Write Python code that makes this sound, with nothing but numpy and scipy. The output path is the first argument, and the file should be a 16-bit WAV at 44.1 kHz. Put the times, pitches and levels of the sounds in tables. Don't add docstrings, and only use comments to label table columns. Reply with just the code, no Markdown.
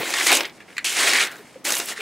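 import sys
import numpy as np
from scipy import signal
from scipy.fft import rfft, irfft
from scipy.io import wavfile
from scipy.ndimage import uniform_filter1d, map_coordinates

SR = 44100
rng = np.random.default_rng(int(sys.argv[2]) if len(sys.argv) > 2 else 0)


def int16_out(signal):
    q = np.round(np.clip(np.atleast_2d(signal).T, -1, 1) * 32767)
    wavfile.write(sys.argv[1], SR, q.astype(np.int16))


def gain_from_db(level_db):
    decades = np.asarray(level_db, float) / 20
    return 10 ** decades


N = 89037
SILENT_DB = -90


def unit(x):
    return x / np.sqrt(np.mean(x ** 2) + 1e-20)


def along(points, hz):
    f, v = np.transpose(points)
    return np.interp(np.log(hz + 1), np.log(f + 1), v)


def wobble(rate):
    return map_coordinates(rng.standard_normal(4000), [np.arange(N) * rate / SR])


def colour(x, points):
    gain = gain_from_db(along(points, np.fft.rfftfreq(4096, 1 / SR)))
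    cepstrum = irfft(np.log(gain + 1e-6))
    cepstrum[1:2048] *= 2
    cepstrum[2049:] = 0
    return signal.fftconvolve(x, irfft(np.exp(rfft(cepstrum))))[:N]


def patches(x, patchy_db):
    z = signal.stft(x, nperseg=256)[2]
    field = uniform_filter1d(rng.standard_normal(z.shape), 3, 0)
    field = uniform_filter1d(field, 6, 1)
    return signal.istft(z * gain_from_db(patchy_db * unit(field)), nperseg=256)[1][:N]


def cracks(spike_db, clump_db, clump_rate):
    spikes = spike_db * np.minimum(rng.exponential(size=N), 4)
    clumps = clump_db * wobble(clump_rate)
    return rng.standard_normal(N) * gain_from_db(spikes + clumps)


RING_SPOTS_HZ = [1540, 1875, 2005, 2300, 2510, 2700]


def resonate(x, ring_hz, gain_db):
    width_hz = 420
    f, z = np.fft.rfftfreq(N, 1 / SR), rfft(x)
    place = np.interp(ring_hz, RING_SPOTS_HZ, np.arange(len(RING_SPOTS_HZ)))
    ringing = np.zeros(N)
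    for k, centre in enumerate(RING_SPOTS_HZ):
        damping = 1j * f * width_hz
        peak = irfft(z * damping / (centre * centre - f * f + damping), N)
        ringing += np.sqrt(np.clip(1 - abs(place - k), 0, 1)) * peak
    return x + gain_from_db(gain_db) * ringing


# [t/s, cutting force level/dB, edge brightness level/dB,
# sheet flex level/dB, sheet ring f/Hz]
FIRST_STROKE = [
    [(0.0, -33, -19, 4.5, 1970), (.04, -26, -7.5, -10.5, 2250), (.07, -26.5, -5, -7.5, 2180),
     (.135, -23, -5, -10, 2210), (.2, -19.5, -5.5, -14.5, 1990), (.26, -20, -2.5, -13.5, 1940)],
    [(.266, -13, -4, -15, 2190), (.29, -12.5, -4, -20, 2080), (.32, -15.5, -10, -7, 2410),
     (.345, -13.5, -2, -16.5, 2700), (.375, -18.5, -5, -13.5, 2800), (.403, -29.5, -7.5, -3, 2360)],
    [(.425, -37.5, -27, 2.5, 2080), (.455, -31, -21, -17, 2340), (.475, -42.5, -30, 0, 2300),
     (.54, -64, -24, -5, 2100)],
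]
SECOND_STROKE = [
    [(.8445, -16.5, -3.5, -23.5, 2720), (.885, -19.5, -4, -28, 2430), (.926, -23, -3.5, -19.5, 2370),
     (.995, -15.5, -4.5, -16, 1990), (1.06, -16.5, -4.5, -13, 2250)],
    [(1.088, -16, -5.5, -14.5, 2020), (1.15, -17.5, -6.5, -14.5, 2000), (1.225, -14.5, -6, -18, 2300),
     (1.243, -22, -4, -14.5, 2180), (1.265, -29.5, -7, -10.5, 2150)],
    [(1.3, -40.5, -20, -7.5, 1840), (1.325, -39, -25, -6, 1720), (1.385, -49.5, -14.5, 1, 1830),
     (1.43, -59, -10, 4, 1960)],
]
THIRD_STROKE = [
    [(1.643, -43, 2, -11, 2350), (1.653, -21, -2.5, -13, 2050), (1.71, -21, -3, -10.5, 1510),
     (1.79, -28, -0.5, -12, 2450), (1.825, -27.5, -5, -6.5, 1810)],
    [(1.86, -36.5, -1, -13.5, 1950), (1.89, -23.5, -3, -16, 2250), (1.92, -28.5, -3.5, -10, 1930),
     (1.952, -42, -7.5, -4, 1860), (1.975, -31, -5.5, -26, 1790), (1.99, -34.5, -7, -16, 2230),
     (2.019, -29, -13, 0, 2300)],
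]


def stroke_curves():
    rows = []
    for phase in FIRST_STROKE + SECOND_STROKE + THIRD_STROKE:
        if rows and phase[0][0] - rows[-1][0] > .1:
            rows.append((rows[-1][0] + .03, SILENT_DB, *rows[-1][2:]))
            rows.append((phase[0][0] - .003, SILENT_DB, *phase[0][2:]))
        rows += [tuple(r) for r in phase]
    s, *columns = np.transpose(rows)
    return [np.interp(np.arange(N) / SR, s, c) for c in columns]


# [f/Hz, level/dB]
SHEET_TONE = [(500, -28.5), (1100, -3), (1600, -1), (2500, -5.5), (4000, -0.5), (5500, -13.5), (9000, -37)]
# [f/Hz, level/dB]
FIBRE_TONE = [(1000, -22), (2500, 1.5), (4000, -2), (6000, 0.5), (8000, -0.5), (11000, -7), (14000, -45),
              (16000, -46)]
# [f/Hz, level/dB]
FLEX_TONE = [(80, -29), (180, -13.5), (330, 6), (500, 1), (800, 2), (1200, -5), (2500, -15)]
# [f/Hz, level/dB]
SIZZLE_TONE = [(5000, -22), (9000, -6.5), (12000, -6), (16000, -14)]


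def cut():
    force_db, bright_db, flex_db, ring_hz = stroke_curves()
    slip_db = force_db + 0.5 * wobble(61.6) + 0.19 * wobble(250)

    ring = colour(cracks(spike_db=2.5, clump_db=2.26, clump_rate=550), SHEET_TONE)
    ring_gain_db = 7.5 - 0.39 * np.clip(bright_db, -12, 0)
    ring = unit(patches(resonate(ring, ring_hz, ring_gain_db), patchy_db=2.5))

    hiss = colour(cracks(spike_db=0, clump_db=1.0, clump_rate=250), FIBRE_TONE)
    hiss = unit(patches(hiss, patchy_db=1.0))
    sizzle = unit(colour(cracks(spike_db=2.5, clump_db=4.5, clump_rate=200), SIZZLE_TONE))
    hiss = hiss + gain_from_db(5.5 + 4.7 * np.minimum(bright_db, 0)) * sizzle

    flex = colour(cracks(spike_db=0, clump_db=1.0, clump_rate=60), FLEX_TONE)
    flex = unit(patches(flex, patchy_db=1.5))

    dull = np.sqrt(np.clip(1 - 2.0 * gain_from_db(2 * bright_db), .1, 1))
    ring = gain_from_db(slip_db - 0.2) * dull * ring
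    return ring + gain_from_db(slip_db - 2.25 + bright_db) * hiss + gain_from_db(slip_db + flex_db) * flex


# [t/s, peak level/dB]
PRICKS = [(0.1054, -14), (.1384, -18.5), (.1658, -13), (0.2, -11), (.2104, -27), (0.2302, -10),
          (0.2497, -21), (0.2713, -11), (0.2882, -20), (0.3183, 1), (0.3226, -17), (0.351, -10),
          (.3643, -9), (0.4073, -22), (0.4092, -19), (0.459, -28), (.8584, -28), (0.8704, -24),
          (.9283, -14), (.9437, -21), (0.9727, -22), (0.9902, -8.5), (1.0025, -14), (1.0319, -7),
          (1.0426, -27), (1.0713, -8), (1.078, -9), (1.0832, -6.5), (1.0878, -7), (1.093, -7.5),
          (1.1137, -14), (1.1195, -19), (1.1353, -3), (1.1473, -10), (1.166, -13), (1.1728, -7.5),
          (1.2068, -17), (1.227, -10), (1.6517, -17), (1.7066, -15), (1.7469, -31), (1.777, -22),
          (1.7914, -21), (1.991, -27), (2.007, -29)]
# [f/Hz, level/dB]
SPLIT_TONE = [(1500, -23), (4000, -8), (6500, 0.5), (10000, -3.5), (13000, -11), (16000, -22)]


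def pricks():
    ring_hz, ring_t60_s = 2250, 0.0062
    edge_db, edge_t60_s = -0.5, 0.0065
    out, t = np.zeros(N + SR), np.arange(500) / SR
    for s, db in PRICKS:
        tune, sign = rng.standard_normal(2)
        ring = np.sin(2 * np.pi * ring_hz * (1 + .12 * tune) * t)
        ring *= gain_from_db(-60 * t / ring_t60_s) * (1 - np.exp(-t / .0003))
        edge = colour(rng.standard_normal(len(t)), SPLIT_TONE)[:len(t)]
        edge *= gain_from_db(edge_db - 60 * t / edge_t60_s)
        out[round(s * SR) - 8:][:len(t)] += gain_from_db(db) * (np.sign(sign) * ring + edge)
    return out[:N]


# [t/s, peak level/dB, brightness level/dB]
SNAPS = [(0.1384, -1.5, -17), (0.184, -7, -9.5), (0.1974, -9, -11), (0.264, -17, -9), (0.2678, -4.5, -1.5),
         (0.3268, 0.5, -4), (0.3522, -10, 0), (0.3695, -4.5, -4.5), (0.4064, -1, -40), (0.432, -12, -19),
         (0.4526, -9, -35), (0.4952, -23, -41), (0.7038, -37, -8), (1.2504, -14.5, -7),
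         (1.2703, -12, -11.5), (1.3015, -37, -8), (1.3143, -27, -4), (1.322, -35, 3), (1.3564, -35, -4),
         (1.366, -33, -4), (1.6695, -9, -20), (1.6933, -11, -19), (1.704, -11, 1), (1.7213, -7.5, -1.5),
         (1.7515, -13, 1), (1.767, -7, -8.5), (1.7994, -5.5, -9.5)]
# [f/Hz, level/dB]
CRACK_TONE = [(300, -20.5), (1200, -7), (2200, -6.5), (4500, -7.5), (7000, -18.5), (12000, -42)]


def snaps():
    t60_s, rise_s = 0.023, .0004
    dull, bright, t = np.zeros(N + SR), np.zeros(N + SR), np.arange(4000) / SR
    for s, db, bright_db in SNAPS:
        i, noise = round(s * SR), rng.standard_normal((2, len(t)))
        fall = gain_from_db(db - 60 * t / t60_s) * (1 - np.exp(-t / rise_s))
        dull[i:i + len(t)] += fall * noise[0]
        bright[i:i + len(t)] += gain_from_db(bright_db) * fall * noise[1]
    return gain_from_db(2.0) * colour(dull, CRACK_TONE) + gain_from_db(1.5) * colour(bright, SPLIT_TONE)


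# [t/s, level/dB, hold/s, decay t60/s, ring level/dB]
TICKS = [
    (0.7673, -23, 0.0038, 0.0097, -8.5),
    (0.7807, -11.5, 0.0009, 0.056, -3),
    (0.787, -22, 0.0037, 0.04, -21),
]
# [f/Hz, level/dB]
TICK_TONE = [(600, -34), (1300, -10), (2100, 0), (3400, -14), (4250, -7), (5400, -19), (7200, -16),
             (12000, -46)]
# [f/Hz, level/dB, decay t60/s]
TAUT_MODES = [(2000, 0, .03), (2420, -3, .02), (4200, -5, .022), (7200, -6, .009)]


def ticks():
    touch, t = np.zeros((3, N + SR)), np.arange(3000) / SR
    for s, db, hold, t60, ring_db in TICKS:
        after = np.maximum(t - hold, 0) / t60
        fall_db = np.array([-60 * after, -60 * after * 2.2, ring_db - 60 * after * 8])
        noise = rng.standard_normal((3, len(t)))
        touch[:, round(s * SR):][:, :len(t)] += gain_from_db(db + fall_db) * noise
    modes = sum(gain_from_db(db - 60 * t / t60) * np.cos(2 * np.pi * hz * t) for hz, db, t60 in TAUT_MODES)
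    scrape = colour(touch[0], TICK_TONE[:5] + [(6000, -46)])
    scrape = scrape + colour(touch[1], TICK_TONE[:7] + [(12000, -48)])
    ring = signal.fftconvolve(touch[2], modes)[:N]
    return gain_from_db(0.5) * scrape + gain_from_db(-22.5) * ring


# [t/s, peak level/dB, f/Hz, length/s]
POPS = [(0, -32.5, 169, 0.014), (0.006, -26.5, 422, 0.017), (0.033, -20, 486, 0.006),
        (0.306, -20.5, 810, .012), (.325, -14, 754, 0.0088), (1.097, -18.5, 5330, 0.014),
        (1.391, -41, 431, 0.03), (1.405, -44, 412, 0.019), (1.556, -33.5, 525, 0.027),
        (1.738, -20.5, 3900, .007), (1.797, -27.5, 426, 0.011), (1.988, -33.5, 430, 0.035)]


def pops():
    out = np.zeros(N + SR)
    for s, db, hz, length in POPS:
        t = np.arange(round(length * SR)) / SR
        swell = np.sin(np.pi * (t / length) ** 0.5) ** 2
        out[round(s * SR):][:len(t)] += gain_from_db(db) * swell * np.sin(2 * np.pi * hz * t)
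    return out[:N]


# [t/s, crackle level/dB, whisper level/dB]
STIR = [(.5, -50, -67), (.54, -62, -55), (.57, -57, -57), (.598, -54.5, -62), (0.605, -39.5, -55),
        (.65, -64, -66), (.69, -53, -55.5), (.71, -48, -56), (.75, -54, -55), (.83, -51, -56),
        (.9, -74, -72), (1.29, -72, -56), (1.36, -67, -60), (1.46, -55, -55.5), (1.5, -56, -55.5),
        (1.535, -59, -58), (1.6, -61, -60.5), (1.66, -78, -77)]
# [f/Hz, level/dB]
WHISPER_TONE = [(1500, -9), (4000, -2.5), (9000, -3), (12000, -13), (16000, -18)]


def stir():
    s, *columns = np.transpose([(.46, SILENT_DB, SILENT_DB)] + STIR)
    crackle_db, whisper_db = [np.interp(np.arange(N) / SR, s, c) for c in columns]
    crackle = cracks(spike_db=2.5, clump_db=4.0, clump_rate=200)
    crackle = unit(colour(crackle, TICK_TONE[:4] + [(7000, -44)]))
    whisper = unit(colour(cracks(spike_db=1, clump_db=1.0, clump_rate=120), WHISPER_TONE))
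    return gain_from_db(crackle_db) * crackle + gain_from_db(whisper_db) * whisper


# [f/Hz, t60/s]
ROOM_T60 = [(200, 0.17), (2000, 0.11), (10000, 0.012)]


def room(x):
    hz, t, z = signal.stft(rng.standard_normal((2, SR // 2)), SR, nperseg=256)
    t60 = np.clip(along(ROOM_T60, hz), .02, 1)[:, None]
    tail = signal.istft(z * gain_from_db(-60 * t / t60), SR, nperseg=256)[1]
    tail = tail / np.linalg.norm(tail[0])
    late = np.pad(x, (250, 0))[None]
    return signal.fftconvolve(late, tail, axes=1)[:, :N]


# [f/Hz, level/dB per Hz]
AIR_TONE = [(15, -56), (25, -16), (249, 8), (405, 4.5), (531, 3), (1160, -2.5), (5570, -17.5),
            (6920, -21.5), (16000, -34)]


def air():
    hush = colour(rng.standard_normal(N), AIR_TONE)
    return gain_from_db(-50) * unit(patches(hush, patchy_db=0.5))


# [f/Hz, level/dB]
APART = [(60, -24), (290, -28.5), (900, -29), (2200, -35.5), (3500, -29.5), (5500, -15.5), (8000, -28.5),
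         (11000, -29.5), (15000, -22)]


def scene():
    paper = cut() + stir() + snaps() + ticks() + pricks()
    bass_cut = signal.butter(3, 148, 'high', fs=SR, output='sos')
    paper, pop = signal.sosfilt(bass_cut, paper), pops()
    wet, other_wet = room(paper + gain_from_db(-14) * pop)
    mid = paper + pop + gain_from_db(-13) * wet + air()
    side = colour(other_wet + gain_from_db(18.0) * air(), APART)
    return np.array([mid + side, mid - side])


def top_cut(x):
    return signal.sosfilt(signal.butter(12, 16620, fs=SR, output="sos"), x)


def record(dry):
    ceiling, low_hz, top_hz = .85, 47.6, 15750
    f = np.fft.rfftfreq(N, 1 / SR)
    soft = dry / (1 + abs(dry / ceiling) ** 4) ** .25
    band = (f < top_hz) * f ** 4 / (f ** 4 + low_hz ** 4)
    limited = irfft(rfft(soft) * band, N)
    return top_cut(limited)


dry = scene()
out = record(dry)
int16_out(out)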